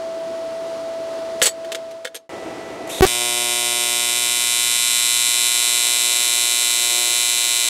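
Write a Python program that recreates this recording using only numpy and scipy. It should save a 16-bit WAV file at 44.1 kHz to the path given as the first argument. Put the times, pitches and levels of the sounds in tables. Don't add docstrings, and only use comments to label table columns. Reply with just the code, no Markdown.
import sys
import numpy as np
from scipy import signal
from scipy.fft import rfft, irfft
from scipy.io import wavfile

SR = 44100
rng = np.random.default_rng(int(sys.argv[2]) if len(sys.argv) > 2 else 0)


def persist_wave(psi):
    counts = np.round(np.clip(psi, -1, 1) * 32767).astype(np.int16)
    wavfile.write(sys.argv[1], SR, np.atleast_2d(counts).T)


N = 339129
TIME = np.arange(N) / SR
CUT_S, STRIKE_S = 2.293, 3.0661
ARC_HZ, BALANCE_SHARE = 119.573, .348
FLOW_S, FLOW_RISE_S = 2.889, .01


def arc():
    # (frequency [Hz], level [dB])
    snap_colour = [(120, -51), (350, -10.5), (780, -10.5), (1050, -8.5), (1700, -24), (2200, -8),
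                   (3900, -0.5), (4500, -2), (6000, -6.5), (7600, -3), (9400, -2.5), (11500, -12.5),
                   (14000, -16), (15800, -25)]
    # (frequency [Hz], nominal width [Hz], level [dB])
    buzz_peaks = [(955, 67, 0), (1290, 350, -5.5), (1450, 155, 8.5), (1962, 128, 9.5), (2413, 116, -5),
                  (2530, 300, 1.5), (2950, 300, 2.2), (3514, 100, 2), (4000, 420, -1.5), (4210, 310, 3),
                  (7200, 130, -5), (7230, 140, 3), (10830, 250, -6), (11360, 310, 4), (12400, 300, -11),
                  (12650, 310, 4), (14250, 450, 5)]
    # (frequency [Hz], nominal width [Hz], level [dB])
    cold_hollows = [(4170, 1050, -7.5), (7550, 1300, -4.5), (10140, 750, -7), (12400, 550, -10),
                    (13300, 1100, -9)]
    # (frequency [Hz], nominal width [Hz], level [dB])
    end_hollows = [(5380, 340, -5.5), (9400, 1100, -4.5), (11400, 650, -9)]
    # (time [s], level [dB])
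    body_level = [(3.07, -40), (3.2, -33), (3.8, -35), (4.9, -47), (6.1, -39), (6.7, -41.5), (7.0, -34),
                  (7.2, -40.5)]
    # (multiple of the cycle rate, level [dB rms])
    hum_tones = [(1, -60.5), (2, -59)]

    thin = band(reversals(0, clock_pull=0.6, jitter_s=2e-6, uneven_db=0.78), 400, "high")
    full = band(reversals(BALANCE_SHARE, clock_pull=0.23, jitter_s=2e-6, uneven_db=0.58), 7200, "low")
    snaps = colour(thin + amp(3.0) * full, snap_colour)
    snaps = disperse(shape(snaps, buzz_peaks), hz=9100, width_hz=2040)
    coldness = 1 - warming(0, 1) ** 2
    snaps += coldness * (shape(snaps, cold_hollows) - snaps)

    travel = np.clip((TIME - STRIKE_S) / (TIME[-1] - STRIKE_S), 0, 1)
    snaps += (amp(-4.5 * travel) - 1) * band(snaps, 2200, "low")
    snaps += travel ** 3 * (shape(snaps, end_hollows) - snaps)

    lit = TIME > STRIKE_S
    spectrum, hz = rfft(snaps), np.fft.rfftfreq(N, 1 / SR)
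    low = 1 / (1 + (hz / 900) ** 8)
    high = 1 - 1 / (1 + (hz / 11800) ** 30)
    bands = [irfft(spectrum * part, N) for part in (low, 1 - low - high, high)]
    body, core, sizzle = (part / part[lit].std() for part in bands)

    buzz = amp(warming(-20, -17.5)) * (core + amp(-15.5) * sizzle)
    buzz += amp(curve(body_level)) * body

    hum = sum(amp(db) * np.sqrt(2) * np.sin(2 * np.pi * k * ARC_HZ * TIME) for k, db in hum_tones)
    extra_db = 10.5 * (1 - ramp(STRIKE_S, 3.6))
    return buzz + hum * lit * amp(extra_db)


def reversals(delay_share, clock_pull, jitter_s, uneven_db):
    inverter_hz = 20005.7
    # (first delay [ms], last delay [ms], gain [ratio to the direct snap])
    echo_paths = [(.088, .095, .25), (.539, .522, .22), (.797, .77, .22), (1.294, 1.292, .27),
                  (1.683, 1.678, .1), (2.521, 2.523, .13), (2.796, 2.827, .12), (3.542, 3.54, -.1),
                  (4.891, 4.921, .15), (8.163, 8.139, -.19)]
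    times = np.arange(STRIKE_S + delay_share / ARC_HZ, TIME[-1], 1 / ARC_HZ)
    late, size = rng.standard_normal((len(times), 2)).T
    clock_tick = np.round(times * inverter_hz) / inverter_hz
    times = times + clock_pull * (clock_tick - times) + jitter_s * late
    sizes = amp(uneven_db * size)
    travel = np.linspace(0, 1, len(times))
    out = place(times, sizes)
    for first, last, gain in echo_paths:
        delay_ms = first + (last - first) * travel
        out = out + place(times + delay_ms / 1000, gain * sizes)
    return out


def disperse(x, hz, width_hz):
    return x - 2 * signal.lfilter(*signal.iirpeak(hz, hz / width_hz, SR), x)


def shape(x, peaks):
    for hz, width_hz, db in peaks:
        x = x + (amp(db) - 1) * signal.lfilter(*signal.iirpeak(hz, hz / (0.8 * width_hz), SR), x)
    return x


def warming(cold, hot):
    return cold + (hot - cold) * ramp(STRIKE_S, 1.93)


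def starter(jitter_s=.00005, fizz=0.028, count=12):
    burst_s, burst_hz, swell_s = 3.0214, 376, 0.0056
    # (time [s], height [full scale], hold [ms], decay [ms])
    lone_pop = (3.0086, 1.2, .35, 1.9)
    # (time [s], height [full scale])
    ticks = [(3.0524, 1), (3.0576, 0.66), (3.061, .64), (3.066, 0.73), (3.069, 0.56)]
    out = np.zeros(N)
    add(out, lone_pop[0], spark(*lone_pop[1:]))
    for k, hold_ms in enumerate(np.linspace(.75, 0.33, count)):
        age = k / burst_hz
        swell = min((age + 1 / burst_hz) / swell_s, 1)
        height = 1.35 * swell * amp(-104 * age)
        add(out, burst_s + age + jitter_s * rng.standard_normal(), spark(height, hold_ms, decay_ms=0.61))
    for s, height in ticks:
        add(out, s, spark(height, hold_ms=0.028, decay_ms=.05))
    return band(out * (1 + fizz * rng.standard_normal(N)), 76, "high")


def spark(height, hold_ms, decay_ms):
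    ms = TIME[:SR // 20] * 1000
    return -height * np.exp(-np.maximum(ms - hold_ms, 0) / decay_ms)


def hiss(pulsing=0.21, top_hz=10500):
    valve_s, spit_db, spit_decay_s = 2.874, -37, .012
    gas_db, flare_db, flare_s = -31, 11, .04
    # (frequency [Hz], level [dB per Hz])
    hiss_colour = [(300, -17), (1200, -14.5), (2600, -3), (3200, -7), (3800, -3), (4700, -11.5),
                   (6200, -2.5), (7700, -2.5), (9300, -3), (10200, -7), (11000, -1), (12000, -2.5),
                   (14000, -10), (16000, -16)]
    spit = amp(spit_db) * (TIME > valve_s) * np.exp(-since(valve_s) / spit_decay_s)
    gas = spit + amp(gas_db) * ramp(FLOW_S, FLOW_RISE_S)
    scouring = (TIME - STRIKE_S) * ARC_HZ % 1 < BALANCE_SHARE
    lit_db = warming(-34.5, -29) + flare_db * np.exp(-since(STRIKE_S) / flare_s)
    burning = amp(lit_db) * (1 + pulsing * (2 * scouring - 1))
    level = np.where(TIME < STRIKE_S, gas, burning)
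    return level * band(noise(hiss_colour), top_hz, "low", order=2)


def whistle():
    low_hz, high_hz, jump_s, glide_s, width_hz = 2640, 3700, 2.905, .012, 280
    pitch_hz = low_hz + (high_hz - low_hz) * ramp(jump_s, glide_s)
    phase = 2 * np.pi * np.cumsum(pitch_hz) / SR
    level = ramp(FLOW_S, FLOW_RISE_S) * amp(-34 - 250 * since(STRIKE_S))
    return level * (wander(width_hz) * np.cos(phase) + wander(width_hz) * np.sin(phase))


def overload(x, ceiling):
    return x / (1 + (x / ceiling) ** 4) ** (1 / 4)


def weld():
    # (frequency [Hz], relative level [dB per Hz])
    rush_after = [(24, -65), (40, -27), (143, -16), (253, -12), (325, -3), (606, -9), (670, -6),
                  (1050, -16), (1350, -19.5), (1600, -22), (2010, -20.5), (2640, -24), (8520, -35),
                  (15500, -53)]
    # (multiple of the blade rate, level [dB rms])
    tones_after = [(1, -37.5), (2, -50.5), (3, -47.5)]
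    # (start [s], end [s])
    jammed = (3.009, 3.066)
    buzz = arc()
    mix = fan(rush_after, -32, tones_after, waver_db=-0.5) * amp(-16.5 * (TIME > STRIKE_S))
    mix += buzz + amp(-24) * workshop(buzz, t60=0.06) + hiss() + whistle()
    mix = band(overload(mix, ceiling=0.69), 41, "high", order=2)
    is_jammed = (TIME > jammed[0]) & (TIME < jammed[1])
    return mix * np.where(is_jammed, amp(-20), 1) + starter()


def bench():
    # (time [s], strength [dB], bench knock [dB re strength], metal ring [dB re strength])
    piece_hits = [(1.4168, -5.5, 1, -14), (1.425, -10, -7, 10), (1.443, -14, -3, 0), (1.456, -11, -6, 7.5),
                  (1.4645, -5, -15, -4)]
    light_touches = [(1.398, -38, -20, -4), (1.646, -35, 5, -16), (1.7185, -18.5, -8, -16),
                     (1.747, -18, -3, -22), (1.910, -31.5, -15, -15), (2.047, -16, -5, -19),
                     (2.052, -14, 9, -22), (2.071, -20.5, 12, -16), (2.145, -16, 1, -1),
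                     (2.152, -14.5, -3, 5), (2.163, -11, -10, -13)]
    # (nominal frequency [Hz], level [dB], t60 [s])
    piece_modes = [(2020, -17, 0.072), (2880, -14, .07), (4480, -9.5, 0.11), (5502, -18, .07),
                   (6100, -6, 0.042), (6820, -5, 0.077), (7450, -6, 0.081), (7967, 1, 0.06),
                   (7870, -6, 0.08), (9000, -7, 0.073), (10800, -5, 0.052), (11950, -9, 0.056),
                   (15050, -21, .06)]
    tool_modes = [(3300, -6, .07), (3542, -14, .08), (6465, -6, 0.1), (7623, -8, .06), (8818, -2, .06),
                  (9141, -5, .06), (11560, -2, 0.056)]
    # (frequency [Hz], relative level [dB per Hz])
    rush_before = [(24, -80.5), (40, -34), (207, -23), (333, -12.5), (484, -16.5), (591, -15.5),
                   (653, -17.5), (740, -18.5), (973, -21), (1820, -29), (1960, -30), (4460, -31.5),
                   (9650, -42), (15500, -58.5)]
    # (multiple of the blade rate, level [dB rms])
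    tones_before = [(1, -27.5), (2, -54), (3, -57)]
    clatter = blows(piece_hits, piece_modes, loss_db=4, rise_s=0.00056, crack_s=0.0043, count=6)
    clatter += blows(light_touches, tool_modes, loss_db=7, rise_s=0.00079, crack_s=0.0064, count=2)
    shop = fan(rush_before, -36, tones_before, waver_db=-0.34)
    shop = shop + clatter + amp(-21.5) * workshop(clatter, t60=0.12)
    fade_s = 0.77
    return gain_control(shop) * (1 - ramp(CUT_S - fade_s, fade_s))


def blows(hits, modes, loss_db, rise_s, crack_s, count, scatter=.2):
    rebound_s = .0058
    # (frequency [Hz], level [dB per Hz])
    crack_colour = [(150, -29), (450, 1.5), (900, -9), (1800, -4.5), (3600, -1), (5200, -6), (8000, -7),
                    (12000, -18), (16000, -25)]
    # (nominal frequency [Hz], level [dB], t60 [s])
    bench_modes = [(473, -4, 0.12), (522, -4.5, 0.095), (1420, 0, 0.031), (1660, 2, 0.03), (1870, -1, 0.03),
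                   (2170, -5, 0.037), (3110, -2.5, 0.04), (3560, -0.5, .04)]
    out, t, grit = np.zeros(N), TIME[:SR // 4], noise(crack_colour)
    for s, db, knock_db, ring_db in hits:
        for k in range(count):
            crack = grit[round(s * SR):][:len(t)] * np.exp(-t / crack_s)
            knock = amp(knock_db - k * loss_db) * ring(bench_modes)
            blow = crack + knock + amp(ring_db) * ring(modes)
            add(out, s, amp(db - k * loss_db) * blow * (1 - np.exp(-t / rise_s)))
            s += rebound_s * (1 + scatter * rng.uniform(-1, 1))
    return out


def ring(modes, detune=.009):
    t = TIME[:SR // 4]
    out = np.zeros(len(t))
    for hz, db, t60 in modes:
        shifted_hz = hz * (1 + detune * rng.standard_normal())
        out += amp(db - 60 * t / t60) * np.sin(2 * np.pi * (shifted_hz * t + rng.random()))
    return out / np.linalg.norm(amp([db for _, db, _ in modes])) * np.sqrt(2)


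def gain_control(x, follow_hz=22):
    threshold_db, share, recover_db_per_s = -23, 0.45, 42
    excess_db = 10 * np.log10(band(x ** 2, follow_hz, "low") + 1e-12) - threshold_db
    recovery = recover_db_per_s * TIME
    return x * amp(recovery - np.maximum.accumulate(share * np.maximum(excess_db, 0) + recovery))


def fan(rush, rush_db, tones, waver_db):
    blade_hz = 658.6
    turns = np.cumsum(blade_hz * (1 + 0.00079 * wander(3.3))) / SR
    whine = np.zeros(N)
    for k, db in tones:
        whine += amp(db + waver_db * wander(12)) * np.sqrt(2) * np.sin(2 * np.pi * k * turns)
    return whine + amp(rush_db + .5 * wander(4.6)) * noise(rush)


def workshop(x, t60):
    t = TIME[:SR // 2]
    tail = rng.standard_normal(len(t)) * amp(-60 * t / t60) * (t > .006)
    tail = band(tail, 8900, "low")
    return signal.oaconvolve(x, tail / np.linalg.norm(tail))[:N]


def amp(db):
    return 10 ** (np.asarray(db) / 20)


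def unit(x):
    return x / np.sqrt(np.mean(x ** 2) + 1e-20)


def curve(rows):
    return np.interp(TIME, *np.transpose(rows))


def since(s):
    return np.maximum(TIME - s, 0)


def ramp(s, length_s):
    return np.minimum(since(s) / length_s, 1)


def add(mix, s, sound):
    part = mix[round(s * SR):][:len(sound)]
    part += sound[:len(part)]


def place(times, sizes, count=12):
    at = np.round(times * SR).astype(int)[:, None] + np.arange(-count, count + 1)
    off = at - times[:, None] * SR
    click = np.sinc(off) * np.cos(np.pi * off / (2 * count + 2)) ** 2
    return np.bincount(at.ravel(), (sizes[:, None] * click).ravel(), N)[:N]


def band(x, hz, kind, order=1):
    return signal.sosfilt(signal.butter(order, hz, kind, fs=SR, output="sos"), x)


def colour(x, points, size=4096):
    hz, db = np.transpose(points)
    grid_hz = abs(np.fft.fftfreq(size, 1 / SR)) + 1
    log_gain = np.log(amp(np.interp(np.log(grid_hz), np.log(hz), db)))
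    taps = np.fft.ifft(np.exp(np.conj(signal.hilbert(log_gain)))).real
    return signal.oaconvolve(x, taps[:size // 2])[:len(x)]


def noise(points):
    return unit(colour(rng.standard_normal(N), points))


def wander(hz):
    return unit(irfft(rfft(rng.standard_normal(N)) / (1 + (np.fft.rfftfreq(N, 1 / SR) / hz) ** 2), N))


def scene():
    return np.where(TIME < CUT_S, bench(), weld())[None]


def record(dry):
    low_pass = signal.firwin(611, 15850, window=("kaiser", 9), fs=SR)
    return signal.oaconvolve(np.clip(dry, -1, 1), low_pass[None], "same")


dry = scene()
out = record(dry)
persist_wave(out)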